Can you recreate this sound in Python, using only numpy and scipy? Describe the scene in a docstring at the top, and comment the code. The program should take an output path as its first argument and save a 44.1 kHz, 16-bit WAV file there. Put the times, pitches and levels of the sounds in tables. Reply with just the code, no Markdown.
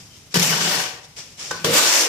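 """Mixing sand and cement in a barrow

Damp sand and cement are turned in a steel wheelbarrow in a bare concrete room, over a low rumble.
Loose mix slides before and after a hoe bites and drags; then a shovel knocks the tray and ploughs.
Grit is grainy noise that hisses and sets the decaying modes of blade and tray ringing;
knocks add short bursts and struck modes, and dull reverberation surrounds it all."""
import sys
import numpy as np
from scipy import signal
from scipy.fft import rfft, irfft, next_fast_len
from scipy.io import wavfile

SR = 44100
rng = np.random.default_rng(int(sys.argv[2]) if len(sys.argv) > 2 else 0)


def int16_out(signal):
    """Quantize to a 16-bit WAV file."""
    q = np.round(np.clip(np.atleast_2d(signal).T, -1, 1) * 32767)
    wavfile.write(sys.argv[1], SR, q.astype(np.int16))


def voltage_ratio(decibels):
    """Convert decibels (scalar or array-like) to amplitude ratios, 20 dB per decade."""
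    exponent = np.asarray(decibels, float) / 20
    return 10 ** exponent


N = 91904  # length in samples


def rms_one(x):
    """Scale to unit rms."""
    return x / np.sqrt(np.mean(x ** 2) + 1e-20)


def in_time(rows):
    """Join the columns by lines over time; the first level is silent outside the table."""
    s, db, *rest = np.transpose(rows)
    t = np.arange(N) / SR
    level_db = np.interp(t, s, db, left=-150, right=-150)
    return [level_db] + [np.interp(t, s, column) for column in rest]


def at_hz(points, hz):
    """Read a table on a log-frequency axis."""
    table_hz, value = np.array(points).T
    return np.interp(np.log(hz), np.log(table_hz), value)


def drift(rate_hz):
    """Slow random wander of spread 1: noise through two equal poles, drawn at every 20th sample."""
    pole = np.exp(-40 * np.pi * rate_hz / SR)
    noise = rng.standard_normal((N + SR) // 20 + 2)
    slow = signal.lfilter([1], [1, -2 * pole, pole * pole], noise)[SR // 20:]  # skip the first second
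    return np.interp(np.arange(N) / 20, np.arange(len(slow)), rms_one(slow))


def colour(pair, spectrum):
    """Shape a noise by a spectrum, then bring it to unit rms."""
    hz = np.maximum(np.arange(N // 2 + 1) * SR / N, 1)
    return rms_one(irfft(rfft(pair) * voltage_ratio(at_hz(spectrum, hz)), N))


def crunch(lumpy_db):
    """Crushed grit: two noises (middle, side) share the same random grains and slower lumps."""
    grains_per_s, grain_s = 2200, 0.0017  # grain power falls to 1/e in grain_s
    starts = rng.random(N) < grains_per_s / SR
    floor = 0.084  # some hiss stays between grains
    grain_power = signal.lfilter([1], [1, -np.exp(-1 / (grain_s * SR))], starts + floor)
    lumps = voltage_ratio(lumpy_db * (drift(39.0) + 0.5 * drift(166)))
    return rms_one(rng.standard_normal((2, N)) * np.sqrt(grain_power) * lumps)


def ring(force, modes, loaded=False):
    """A force, or a fresh one per mode, rings decaying modes; a load makes pitch and strength wander."""
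    wander, swell_db, rate_hz = .01, 2.2, 6.0  # wet mix loads the steel unevenly: share of pitch, dB
    out = 0
    for k, (hz, db, t60) in enumerate(modes):
        push = force() if callable(force) else force
        bend, swell = (drift(rate_hz), drift(rate_hz)) if loaded else (np.zeros(N), 0)
        turn = np.exp(2j * np.pi * hz * np.cumsum(1 + wander * bend) / SR)
        # Shift the mode down to 0 Hz, let it decay there, and shift it back
        shifted = (push + 1e-18) * voltage_ratio(swell_db * swell) / turn
        decay = voltage_ratio(-60 / (np.clip(t60, .01, 3) * SR))
        held = signal.lfilter([1], [1, -decay], shifted)
        out = out + (-1) ** k * voltage_ratio(db) * (held * turn).imag
    return out


# Rumble spectrum. Each row: frequency in Hz, relative level in dB.
AIR_SPECTRUM = [(25, -26), (70, -9.5), (140, -6.5), (220, -13), (400, -20.5), (1400, -30), (9000, -34),
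                (14500, -36.5)]
# Loudness of the rumble before its waver. Each row: time in seconds, level in dB.
AIR_LEVEL = [(0, -49.5), (1.0, -54.5), (1.75, -49.5), (1.9, -76), (2.1, -70)]


def rumble():
    """The room's rumble: bass-heavy noise with a wavering level."""
    waver_db = 2.0 * drift(25)
    level_db = in_time(AIR_LEVEL)[0] + waver_db
    return voltage_ratio(level_db) * colour(rng.standard_normal((2, N)), AIR_SPECTRUM)


# Two spells of loose mix sliding, one list each. Each row: time in seconds, level in dB.
SLIDES = [
    [(0, -47), (.12, -55), (.14, -49.5), (.3, -56.5), (.325, -43), (.34, -51)],
    [(1.0, -62), (1.04, -50), (1.048, -43), (1.07, -56.5), (1.16, -55), (1.168, -39), (1.19, -36),
     (1.225, -42.5), (1.26, -48.5), (1.37, -51.5), (1.4, -36), (1.43, -35), (1.515, -38)],
]
# Spectrum of fine sand on steel. Each row: frequency in Hz, relative level in dB.
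SAND_SPECTRUM = [(150, -23), (300, -7), (1300, -10.5), (1800, -10), (2400, -6), (4200, -8), (5600, -0.5),
                 (7500, -8), (10000, -21), (14500, -28)]


def sliding_mix():
    """Fine sand slipping on steel: coloured grain noise following the two spells of sliding."""
    fine = crunch(lumpy_db=.6)
    level = sum(voltage_ratio(in_time(rows)[0]) for rows in SLIDES)
    return level * colour(fine, SAND_SPECTRUM)


def squeak():
    """A short, faint, rough whistle: noise rings one mode under a bell-shaped level."""
    middle_s, length_s, hz, peak_db = .135, .03, 3100, -56
    shape_db = peak_db - 10 * ((np.arange(N) / SR - middle_s) / length_s) ** 2
    whistle = rms_one(ring(rng.standard_normal((2, N)), [(hz, 0, .06)]))
    return voltage_ratio(np.maximum(shape_db, -200)) * whistle


def patchy(pair):
    """Grains of one size come in surges: each third of an octave swells and sinks on its own."""
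    swell_db, rate_hz = 2, 6.5
    whole = rfft(pair)
    hz = np.clip(np.arange(N // 2 + 1) * SR / N, 500, 14000)
    place = 3 * np.log2(hz / 500)  # in thirds of an octave
    out = 0
    for k in range(16):
        band = irfft(whole * np.sqrt(np.clip(1 - abs(place - k), 0, 1)), N)
        out = out + voltage_ratio(swell_db * drift(rate_hz)) * band
    return rms_one(out)


def dulled(pair, grit_db):
    """Light contact is duller: the top of the hiss sinks faster than the rest."""
    treble_hz, follows = 8700, 0.35  # treble dB lost per dB under the loudest grit
    body = signal.sosfiltfilt(signal.butter(2, treble_hz, fs=SR, output="sos"), pair)
    return body + (pair - body) * voltage_ratio(follows * (grit_db - grit_db.max()))


def rubbed(level_db, modes):
    """Steel driven by rubbing grit: its loaded modes, scaled by the power they would gather."""
    force = crunch(lumpy_db=3.5)
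    power = sum(voltage_ratio(2 * db) * t60 * SR / (4 * np.log(1000)) for hz, db, t60 in modes)
    return ring(force * voltage_ratio(level_db), modes, loaded=True) / np.sqrt(power)


# Modes of the steel tray. Each row: frequency in Hz, relative strength in dB, 60 dB decay in seconds.
TRAY = [(112, -12, .08), (139, -7, .1), (169, 0, .12), (197, -5, .1), (240, -10, .06), (436, -5, .03)]


def knocks(rows, blade, crushed):
    """Each knock: a burst of crushed grit, struck blade modes of uneven strength, a push on the tray."""
    s, crack_db, ring_db, boom_db = np.transpose(rows)

    def clicks(level_db, spread_db):
        """One-sample pushes at the knock times, with fresh strengths for middle and side."""
        train = np.zeros((2, N))
        uneven_db = spread_db * rng.standard_normal((len(s), 2)).T
        train[:, (s * SR).astype(int)] = voltage_ratio(level_db + uneven_db)
        return train

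    # The burst rises in about 1 ms and dies away with a 5 ms time constant
    fall, rise = np.exp(-1 / (.005 * SR)), np.exp(-1 / (.001 * SR))
    dying = signal.lfilter([1], [1, -fall], clicks(crack_db, 0)[0])
    envelope = signal.lfilter([1 - rise], [1, -rise], dying)
    burst = envelope * colour(rng.standard_normal((2, N)), crushed)

    b, a = signal.butter(1, 2000, fs=SR)  # softens the struck blade above 2 kHz
    clang = signal.lfilter(b, a, ring(lambda: clicks(ring_db, 2.5), blade))
    boom = ring(clicks(boom_db, 0), TRAY)
    return burst + clang + boom


# Spectrum of the crushed grit. Each row: frequency in Hz, relative level in dB.
GRIT_SPECTRUM = [(150, -25.5), (300, 0.5), (600, 0.5), (1300, -1), (2500, 1.5), (4000, -1), (5500, 3.5),
                 (7000, 1), (9500, -9), (12000, -11.5), (14500, -3.5)]


def stroke(rows, knock_rows, blade, crushed):
    """A blade ploughing through the mix: grit hiss, low and high blade ring, tray boom, knocks."""
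    split_hz, blade_trim_db, boom_trim_db = 820, -5.5, -1.5
    grit_db, low_db, high_db, boom_db = in_time(rows)
    low_modes = [mode for mode in blade if mode[0] < split_hz]
    high_modes = [mode for mode in blade if mode[0] >= split_hz]

    grit = patchy(colour(crunch(lumpy_db=0.35), GRIT_SPECTRUM))
    hiss = voltage_ratio(grit_db) * dulled(grit, grit_db)
    low_ring = rubbed(grit_db + low_db + blade_trim_db, low_modes)
    high_ring = rubbed(grit_db + high_db + blade_trim_db, high_modes)
    boom = rubbed(grit_db + boom_db + boom_trim_db, TRAY)
    return hiss + low_ring + high_ring + boom + knocks(knock_rows, blade, crushed)


# The hoe bites and drags. Each row: time in seconds, grit level in dB, then low blade ring,
# high blade ring and tray boom in dB relative to the grit, before the trims in stroke().
HOE_STROKE = [(.339, -41, -10, -10, 1), (.343, -25.5, -4, -38, -27), (.356, -19, -9, 2.5, -23),
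              (.385, -25, -11, -19, -2.5), (.433, -18.5, -36, -21, -6.5), (.485, -21.5, -14, -5.5, -7),
              (.6, -24, -12.5, -3.5, -7), (.68, -22.5, -6, -4, -8), (.75, -22, -8, -3, -14),
              (.83, -27, -2.5, 2, -18), (.88, -33, -3, -8, -18), (1.0, -47.5, -5, -2, -19)]
# The hoe meets steel or a lump. Each row: time in seconds, then the strength in dB of
# the grit burst, the push on the blade and the push on the tray.
HOE_KNOCKS = [(.342, -14.5, -50, -19), (.358, -20, -45, -10), (0.369, -15, -56, -40),
              (0.386, -24, -41, -20), (0.395, -13.5, -57, -47), (.426, -12, -62, -54)]
# Modes of the hoe. Each row: frequency in Hz, relative strength in dB, 60 dB decay in seconds.
HOE_BLADE = [(380, -3, 0.059), (478, -4.5, 0.075), (541, -5.5, 0.095), (604, -7, 0.28), (737, -2, 0.13),
             (799, -5.5, 0.065), (967, 5.5, 0.02), (1152, -0.5, 0.042), (1507, 3, 0.037),
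             (1690, -2.5, 0.045), (1865, 1, 0.034), (2993, 4, 0.025)]


def hoe():
    """The hoe's blade is driven by grit as it bites and drags, and by its knocks."""
    return stroke(HOE_STROKE, HOE_KNOCKS, HOE_BLADE, crushed=GRIT_SPECTRUM)


# The shovel touches, rests and ploughs. Each row: time in seconds, grit level in dB, then low blade
# ring, high blade ring and tray boom in dB relative to the grit, before the trims in stroke().
SHOVEL_STROKE = [(1.508, -32.5, -5, 19, 2.5), (1.52, -34, -4, 2, -20), (1.545, -35.5, -6, 4.5, -2),
                 (1.64, -41, -25, -12, -2), (1.647, -20, 1.5, -4, -4), (1.685, -25, 4, -11, -11.5),
                 (1.73, -20.5, -1.5, 3, -5.5), (1.742, -15.5, -0.5, -4.5, -11.5),
                 (1.785, -13, -8, -2.5, -25), (1.8, -18, -22, -2.5, -33), (1.9, -16, -64, -12, -32),
                 (1.957, -16, -32, -17, -38), (2.057, -20.5, -3.5, -14, -35), (2.084, -30.5, 3, -21, -41)]
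# The shovel meets steel or a lump. Each row: time in seconds, then the strength in dB of
# the grit burst, the push on the blade and the push on the tray.
SHOVEL_KNOCKS = [(1.511, -23, -28.5, -44), (1.644, -16, -20, -25)]
# Modes of the shovel. Each row: frequency in Hz, relative strength in dB, 60 dB decay in seconds.
SHOVEL_BLADE = [(331, -1, 0.04), (435, -2, 0.1), (509.5, 4.5, 0.054), (632, -1.5, 0.031),
                (843, -6.5, 0.041), (1005, -6.5, 0.059), (1160, -3.5, 0.035), (1519, -6, 0.075),
                (1846, -8, 0.027)]


def shovel():
    """The shovel's blade is driven by grit as it ploughs; its knocks crush finer sand."""
    return stroke(SHOVEL_STROKE, SHOVEL_KNOCKS, SHOVEL_BLADE, crushed=SAND_SPECTRUM)


def room(x):
    """Dense dull reverberation of bare walls: convolution with decaying low-passed noise."""
    t60_s, level_db, cut_hz = 0.64, -14, 2780
    t = np.arange(SR) / SR
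    tail = rng.standard_normal((2, SR)) * voltage_ratio(-60 * t / t60_s) * (t > .008)  # starts after 8 ms
    tail = signal.lfilter(*signal.butter(1, cut_hz, fs=SR), tail)
    tail = tail / np.sqrt(np.sum(tail ** 2) / 2)
    return voltage_ratio(level_db) * signal.fftconvolve(x, tail, axes=1)[:, :N]


# How alike left and right are. Each row: frequency in Hz, correlation from 0 to 1.
LIKENESS = [(60, 0.68), (130, 0.99), (290, 0.85), (640, 0.74), (1410, 0.24), (3100, 0), (6820, 0)]
# Stereo tilt before each source's pan. Each row: frequency in Hz, left over right in dB.
LEFT_LOUDER = [(60, -1.5), (500, 1), (1000, 1.5), (2000, 5), (3500, 7.5), (5500, 7.5), (7000, -2.5),
               (9000, -9), (11500, -8), (14000, 1)]


def spread(pair, pan_db, lag_s):
    """Middle and side become left and right: alike in the bass, unrelated in the treble."""
    size = next_fast_len(N + SR // 4)
    mid, side = rfft(pair, size)
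    hz = np.maximum(np.arange(len(mid)) * SR / size, 1)
    alike = np.clip(at_hz(LIKENESS, hz), 0, .99)
    side = side * np.sqrt((1 - alike) / (1 + alike))
    # Half the level difference and half the lag of the left go to each ear
    tilt = voltage_ratio((at_hz(LEFT_LOUDER, hz) + pan_db) / 2) * np.exp(-1j * np.pi * hz * lag_s)
    return irfft(np.array([(mid + side) * tilt, (mid - side) / tilt]), size)[:, :N]


def scene():
    """Both tools, the sliding mix and the squeak in the room, over its rumble."""
    air = rumble()
    sand = sliding_mix() + squeak()
    hoe_sound = hoe()
    shovel_sound = shovel()
    barrow = spread(sand + room(sand), pan_db=-1.5, lag_s=0)
    barrow = barrow + spread(hoe_sound + room(hoe_sound), pan_db=0, lag_s=0.00012)
    barrow = barrow + spread(shovel_sound + room(shovel_sound), pan_db=-1.5, lag_s=-0.000029)
    # The microphone's high-pass thins the deep bass of the barrow sounds
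    barrow = signal.sosfilt(signal.butter(4, 90, "high", fs=SR, output="sos"), barrow)
    return barrow + spread(air, 0, 0)


def band_limit(x):
    """A steep low-pass at the top of the band."""
    return signal.sosfilt(signal.butter(12, 15850, fs=SR, output="sos"), x)


def record(dry):
    """Peaks are rounded off softly, then the extreme top is cut steeply."""
    ceiling, cutoff_hz = 1.1, 14380
    rounded = ceiling * np.tanh(dry / ceiling)
    top_cut = signal.ellip(10, .3, 70, cutoff_hz, fs=SR, output="sos")
    mix = signal.sosfilt(top_cut, rounded)
    return band_limit(mix)


dry = scene()
out = record(dry)
int16_out(out)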